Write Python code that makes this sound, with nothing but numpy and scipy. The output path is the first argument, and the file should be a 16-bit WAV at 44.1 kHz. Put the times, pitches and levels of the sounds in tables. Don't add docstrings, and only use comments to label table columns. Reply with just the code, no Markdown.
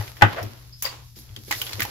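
import sys
import numpy as np
from scipy import signal
from scipy.fft import rfft, irfft, next_fast_len
from scipy.io import wavfile

SR = 44100
rng = np.random.default_rng(int(sys.argv[2]) if len(sys.argv) > 2 else 0)


def wrap_up_sound(samples):
    columns = np.atleast_2d(samples).T
    tamed = np.clip(columns, -1, 1)
    steps = np.round(tamed * 32767).astype(np.int16)
    wavfile.write(sys.argv[1], SR, steps)


N = 83790


def from_db(db):
    return 10 ** (np.asarray(db) / 20)


def rms_one(x):
    return x / np.sqrt(np.mean(x ** 2) + 1e-20)


def colour(x, points):
    size = next_fast_len(N + 4096)
    hz = np.maximum(np.arange(size // 2 + 1) * SR / size, 1)
    points_hz, points_db = np.array(points).T
    gain = from_db(np.interp(np.log(hz), np.log(points_hz), points_db))
    return irfft(rfft(x, size) * gain, size)[..., :N]


def peak(x, hz, width_hz):
    r = np.exp(-np.pi * width_hz / SR)
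    return signal.lfilter([(1 - r * r) / 2, 0, (r * r - 1) / 2], [1, -2 * r * np.cos(2 * np.pi * hz / SR), r * r], x)


def strike(times, levels_db, modes, spread_db):
    out = np.zeros((2, N))
    at = np.clip(np.array(times) * SR, 0, N - 1).astype(int)
    draws = rng.standard_normal((len(at), len(modes), 3))
    for k, (hz, db, t60) in enumerate(modes):
        clicks = np.full((2, N), 1e-18)
        clicks[:, at] = from_db(levels_db + db + spread_db * draws[:, k, :2].T)
        clicks[1, at] *= np.sign(draws[:, k, 2])
        r, w = from_db(-60 / (t60 * SR)), 2 * np.pi * hz / SR
        out += signal.lfilter([0, np.sin(w)], [1, -2 * r * np.cos(w), r * r], clicks)
    return out


TAP_RISE_S, SNAP_DB, SNAP_T60_S = .0008, 5, .01


def burst(t60):
    t = np.arange(SR // 4) / SR
    noise = rng.standard_normal((2, SR // 4))
    rattle = from_db(-60 * t / t60)
    snap = from_db(SNAP_DB - 60 * t / SNAP_T60_S)
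    return noise * (rattle + snap) * (1 - np.exp(-t / TAP_RISE_S))


def add(out, s, x):
    i = int(s * SR)
    out[:, i:i + x.shape[1]] += x[:, :N - i]


# [f/Hz, gain/dB]
HISS_COLOUR = [(20, -19.5), (60, -5.5), (130, -14), (200, -26.5), (500, -44.5), (2500, -44), (5000, -39.5),
               (16000, -54.5)]
HISS_DB = -51
HUM_HZ, HUM_DB = 120.7, -49.5
RUMBLE_HZ, RUMBLE_WIDTH_HZ, RUMBLE_DB = 61.6, 4.7, -61


def background():
    hiss = from_db(HISS_DB) * rms_one(colour(rng.standard_normal((2, N)), HISS_COLOUR))
    rumble = rng.standard_normal((2, N + SR))
    for _ in range(2):
        rumble = peak(rumble, RUMBLE_HZ, RUMBLE_WIDTH_HZ)
    rumble = rumble[:, SR:]
    hum = np.sqrt(2) * np.sin(2 * np.pi * HUM_HZ * np.arange(N) / SR)
    return hiss + from_db(RUMBLE_DB) * rms_one(rumble) + from_db(HUM_DB) * hum


# [t/s, middle level/dB, treble level/dB]
HANDLING = [(0, -40, -44), (0.148, -57.5, -54), (0.319, -37, -52), (.5, -50.5, -54.5), (.76, -68, -59.5),
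            (.81, -90, -51), (.93, -50.5, -65), (1.03, -61, -60.5), (1.07, -78, -57), (1.151, -83, -62),
            (1.17, -65.5, -46.5), (1.3, -61, -59.5), (1.46, -66.5, -51), (1.56, -50, -36.5),
            (1.76, -46.5, -45), (1.9, -44.5, -45)]
# [f/Hz, gain/dB]
RUSTLE_COLOUR = [(120, -34), (280, -2), (700, -4.5), (2500, -8.5), (5000, -3.5), (8000, -11), (12000, -3.5),
                 (16000, -18.5)]
GRAINS_PER_S, GRAIN_SPREAD_DB = 800, 4


def rustle():
    s, middle_db, treble_db = np.transpose(HANDLING)
    t = np.arange(N) / SR
    sizes = from_db(GRAIN_SPREAD_DB * np.minimum(rng.exponential(1, N), 5))
    grains = sizes * (rng.random(N) < GRAINS_PER_S / SR)
    x = colour(rng.standard_normal((2, N)) * (.5 + grains), RUSTLE_COLOUR)
    treble = signal.sosfiltfilt(signal.butter(2, 3000, "high", fs=SR, output="sos"), x)
    middle = from_db(np.interp(t, s, middle_db)) * rms_one(x - treble)
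    return middle + from_db(np.interp(t, s, treble_db)) * rms_one(treble)


# [f/Hz, level/dB, free t60/s]
BELL_MODES = [(4440, -8, .15), (4875, 0, .18), (5250, -3, .35)]
# [t/s, level/dB, share of the free t60, pitch ratio, top mode trim/dB, low mode trim/dB]
TINKLES = [(.724, -45, 1.0, 1.0, 0, 0), (.8515, -9.5, .14, .975, -16, -9), (.871, -18, .12, .975, -14, -8),
           (.886, -35, .5, .97, -10, 8)]
BELL_RISE_S = .003


def clear_bells():
    out, t = np.zeros((2, N)), np.arange(N) / SR
    for s, db, share, ratio, top_db, low_db in TINKLES:
        modes = []
        for hz, mode_db, t60 in BELL_MODES:
            trim_db = top_db * (hz == BELL_MODES[-1][0]) + low_db * (hz == BELL_MODES[0][0])
            modes.append((hz * ratio, mode_db + trim_db, t60 * share))
        rise = 1 - np.exp(-np.maximum(t - s, 0) / BELL_RISE_S)
        out += strike([s], db, modes, 0.74) * rise
    return out


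# [f/Hz, level/dB, t60/s]
JINGLE_MODES = [(4850, -6, .07), (5400, -5, .06), (9920, -4, .06), (11200, -2, .07), (12500, -1, .06)]
JINGLES_PER_S, JINGLE_DB = 70, -9


def jingle():
    times = np.flatnonzero(rng.random(N) < JINGLES_PER_S / SR) / SR
    s, _, treble_db = np.transpose(HANDLING)
    return strike(times, np.interp(times, s, treble_db) + JINGLE_DB, JINGLE_MODES, 6)


# [t/s, relative level/dB, body f/Hz, relative treble level/dB, rattle t60/s]
TAPS = [(.078, -37.5, 2170, -11.5, 0.055), (0.168, -40.5, 1940, -2, 0.046),
        (0.428, -36.5, 5450, 3.5, 0.086), (0.823, -27.5, 6550, 10, 0.15), (0.844, -31, 1086, -23, 0.46),
        (0.851, -30.5, 536, -7, 0.13), (.861, -28.5, 1980, -12, 0.097), (1.16, -51, 5160, -22, 0.13),
        (1.291, -50.5, 3350, -13, 0.028), (1.363, -35, 3190, -27, 0.056), (1.481, -41, 422, -3, 0.22),
        (1.51, -21.5, 997, 2.5, 0.035), (1.513, -20.5, 2145, -15, 0.074), (1.524, -22, 1980, -16, 0.078),
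        (1.55, -32.5, 3360, -3, 0.022), (1.616, -22, 3040, 3.5, 0.054), (1.666, -33.5, 3260, -6, 0.13),
        (1.693, -33, 2096, -4, 0.026), (1.723, -36.5, 2500, -28, 0.029), (1.731, -29.5, 4130, -38, 0.075),
        (1.795, -28, 2104, -12, 0.15), (1.804, -20.5, 2010, 1.5, 0.04), (1.8192, -21, 1980, -29, 0.083),
        (1.828, -29.5, 2300, 7.5, 0.08), (1.851, -27, 860, -2, 0.038)]
TAP_Q, TAP_BROAD_DB = 5, 2
TAP_RING_S, TAP_RING_DB = .003, 2


def taps():
    out = np.zeros((2, N))
    high = signal.butter(2, 7000, "high", fs=SR, output="sos")
    for s, db, hz, treble_db, t60 in TAPS:
        x = burst(t60)
        body = np.sqrt(TAP_Q * 2000 / hz) * peak(x, hz, hz / TAP_Q)
        broad = from_db(TAP_BROAD_DB) * peak(x, 1100, 6000)
        treble = from_db(treble_db) * signal.sosfilt(high, x)
        t = np.arange(x.shape[1]) / SR
        ring = from_db(TAP_RING_DB) * np.exp(-t / TAP_RING_S) * np.sin(2 * np.pi * hz * t)
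        ring = ring * [[1], [rng.choice([-1, 1])]]
        add(out, s, from_db(db - 2.0) * (body + broad + treble + ring))
    return out


# [t/s, relative level/dB]
BUMPS = [(0.428, -32), (1.163, -46), (1.369, -44), (1.477, -40), (1.783, -32)]
# [f/Hz, width of the first pass/Hz, relative level/dB]
BUMP_PEAKS = [(215, 45, 0.5), (306.4, 50, -2), (356, 103, -8)]
BUMP_T60_S = 0.25


def bumps():
    out = np.zeros((2, N))
    for s, db in BUMPS:
        add(out, s, from_db(db + 20) * burst(BUMP_T60_S))
    return sum(from_db(db) * peak(peak(out, hz, width), hz, 2 * width) for hz, width, db in BUMP_PEAKS)


# [t/s, level/dB, hold/s]
PUSHES = [(-0.005, -17, 0.0033), (0.2255, -11, 0.025), (0.4153, -28.5, 0.051), (1.304, -35.5, 0.019),
          (1.374, -44, 0.031), (1.535, -41, 0.04), (1.742, -31.5, .032), (1.821, -31.5, 0.015)]
BOOM_HZ, BOOM_T60_S, BOOM_RISE_S = 103.5, 0.14, 0.0012


def table_boom():
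    out = np.zeros(N)
    for s, db, hold in PUSHES:
        t = np.maximum(np.arange(N) / SR - s, 0)
        decay = from_db(db - 60 * np.maximum(t - hold, 0) / BOOM_T60_S)
        out += decay * (1 - np.exp(-t / BOOM_RISE_S)) * np.sin(2 * np.pi * BOOM_HZ * t)
    return out * np.ones((2, 1))


# [t/s, level/dB]
SLIDE = [(.36, -48), (0.372, -31), (0.406, -34.5), (0.428, -44)]
# [f/Hz, width of the first pass/Hz, relative level/dB]
SLIDE_PEAKS = [(633.6, 300, 11), (1000, 900, 3.5)]


def gun_slide():
    t = np.arange(N) / SR
    s, db = np.transpose(SLIDE)
    slips = rng.standard_normal((2, N)) * (rng.random(N) < 3000 / SR)
    rub = sum(from_db(p_db) * peak(peak(slips, hz, width), hz, 2 * width) for hz, width, p_db in SLIDE_PEAKS)
    return rms_one(rub) * from_db(np.interp(t, s, db, left=-120, right=-120))


# [t/s, relative level/dB, rattle t60/s]
KNOCKS = [(0.010, -35, 0.047), (0.212, -26.5, 0.33), (0.2214, -2.5, 0.013), (0.2239, -9.5, 0.12)]
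# [f/Hz, relative level/dB, t60/s]
SHELL = [(863, -1, 0.026), (1817, 2, 0.016)]
# [f/Hz, relative level/dB]
BODY = [(160, 0.5), (312, 1), (400, -5.5), (550, -5), (738, -1.5), (840, 1.5), (1130, -1.5), (1215, 1),
        (1480, 1.5), (1740, -4), (1885, 1.5), (2030, -0.5), (2500, -7.5), (3150, -9)]
BODY_WIDTH_HZ, BODY_WIDENS = 24, 0.09
CRACK_DB, CRACK_HZ = -16.5, 3700
CONTACT_DB = 10


def gun_knocks():
    out = np.zeros((2, N))
    for s, level_db, t60 in KNOCKS:
        x = burst(t60)
        contact = from_db(CONTACT_DB) * (np.arange(x.shape[1]) == 0) * [[1], [.5]]
        body = 0
        for k, (hz, db) in enumerate(BODY):
            drive = (-1) ** k * x + contact
            body = body + from_db(db + 11) * peak(drive, hz, BODY_WIDTH_HZ + BODY_WIDENS * hz)
        crack = from_db(CRACK_DB) * peak(x, CRACK_HZ, 4100)
        add(out, s, from_db(level_db) * (body + crack))
    times, levels_db = np.transpose(KNOCKS)[:2]
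    return out + strike(times, levels_db, SHELL, 0.85)


ROOM_DB, ROOM_T60_S, ROOM_CUT_HZ = -14, 0.17, 1860


def room(x):
    t = np.arange(SR // 2) / SR
    tail = rng.standard_normal((2, SR // 2)) * from_db(-60 * t / ROOM_T60_S) * (t > .004)
    tail = signal.sosfilt(signal.butter(1, ROOM_CUT_HZ, fs=SR, output="sos"), tail)
    tail = tail / np.sqrt(np.sum(tail ** 2) / 2)
    return from_db(ROOM_DB) * signal.fftconvolve(x, tail, axes=1)[:, :N]


# [f/Hz, side over mid/dB]
STEREO_BALANCE = [(60, -23), (190, -5.5), (400, -2.5), (3500, 0.5), (7700, 2), (8300, 16.5), (9500, 18.5),
                  (10200, 3.5), (13000, -19.5), (16000, -19)]
BASS_LEFT, BASS_LEFT_HZ = 0.12, 206


def scene():
    hits = gun_knocks() + gun_slide() + bumps() + taps() + clear_bells() + jingle()
    mid, side = hits + room(hits) + table_boom() + rustle() + background()
    mid = colour(mid, [(hz, -max(db, 0)) for hz, db in STEREO_BALANCE])
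    side = colour(side, [(hz, min(db, 0)) for hz, db in STEREO_BALANCE])
    bass = signal.sosfilt(signal.butter(1, BASS_LEFT_HZ, fs=SR, output="sos"), mid)
    side = side + BASS_LEFT * bass
    return np.array([mid + side, mid - side])


CUTOFF_HZ = 16400


def record(dry):
    low_pass = signal.cheby2(14, 60, CUTOFF_HZ, fs=SR, output="sos")
    return np.clip(signal.sosfilt(low_pass, np.clip(dry, -1, 1)), -1, 1)


dry = scene()
out = record(dry)
wrap_up_sound(out)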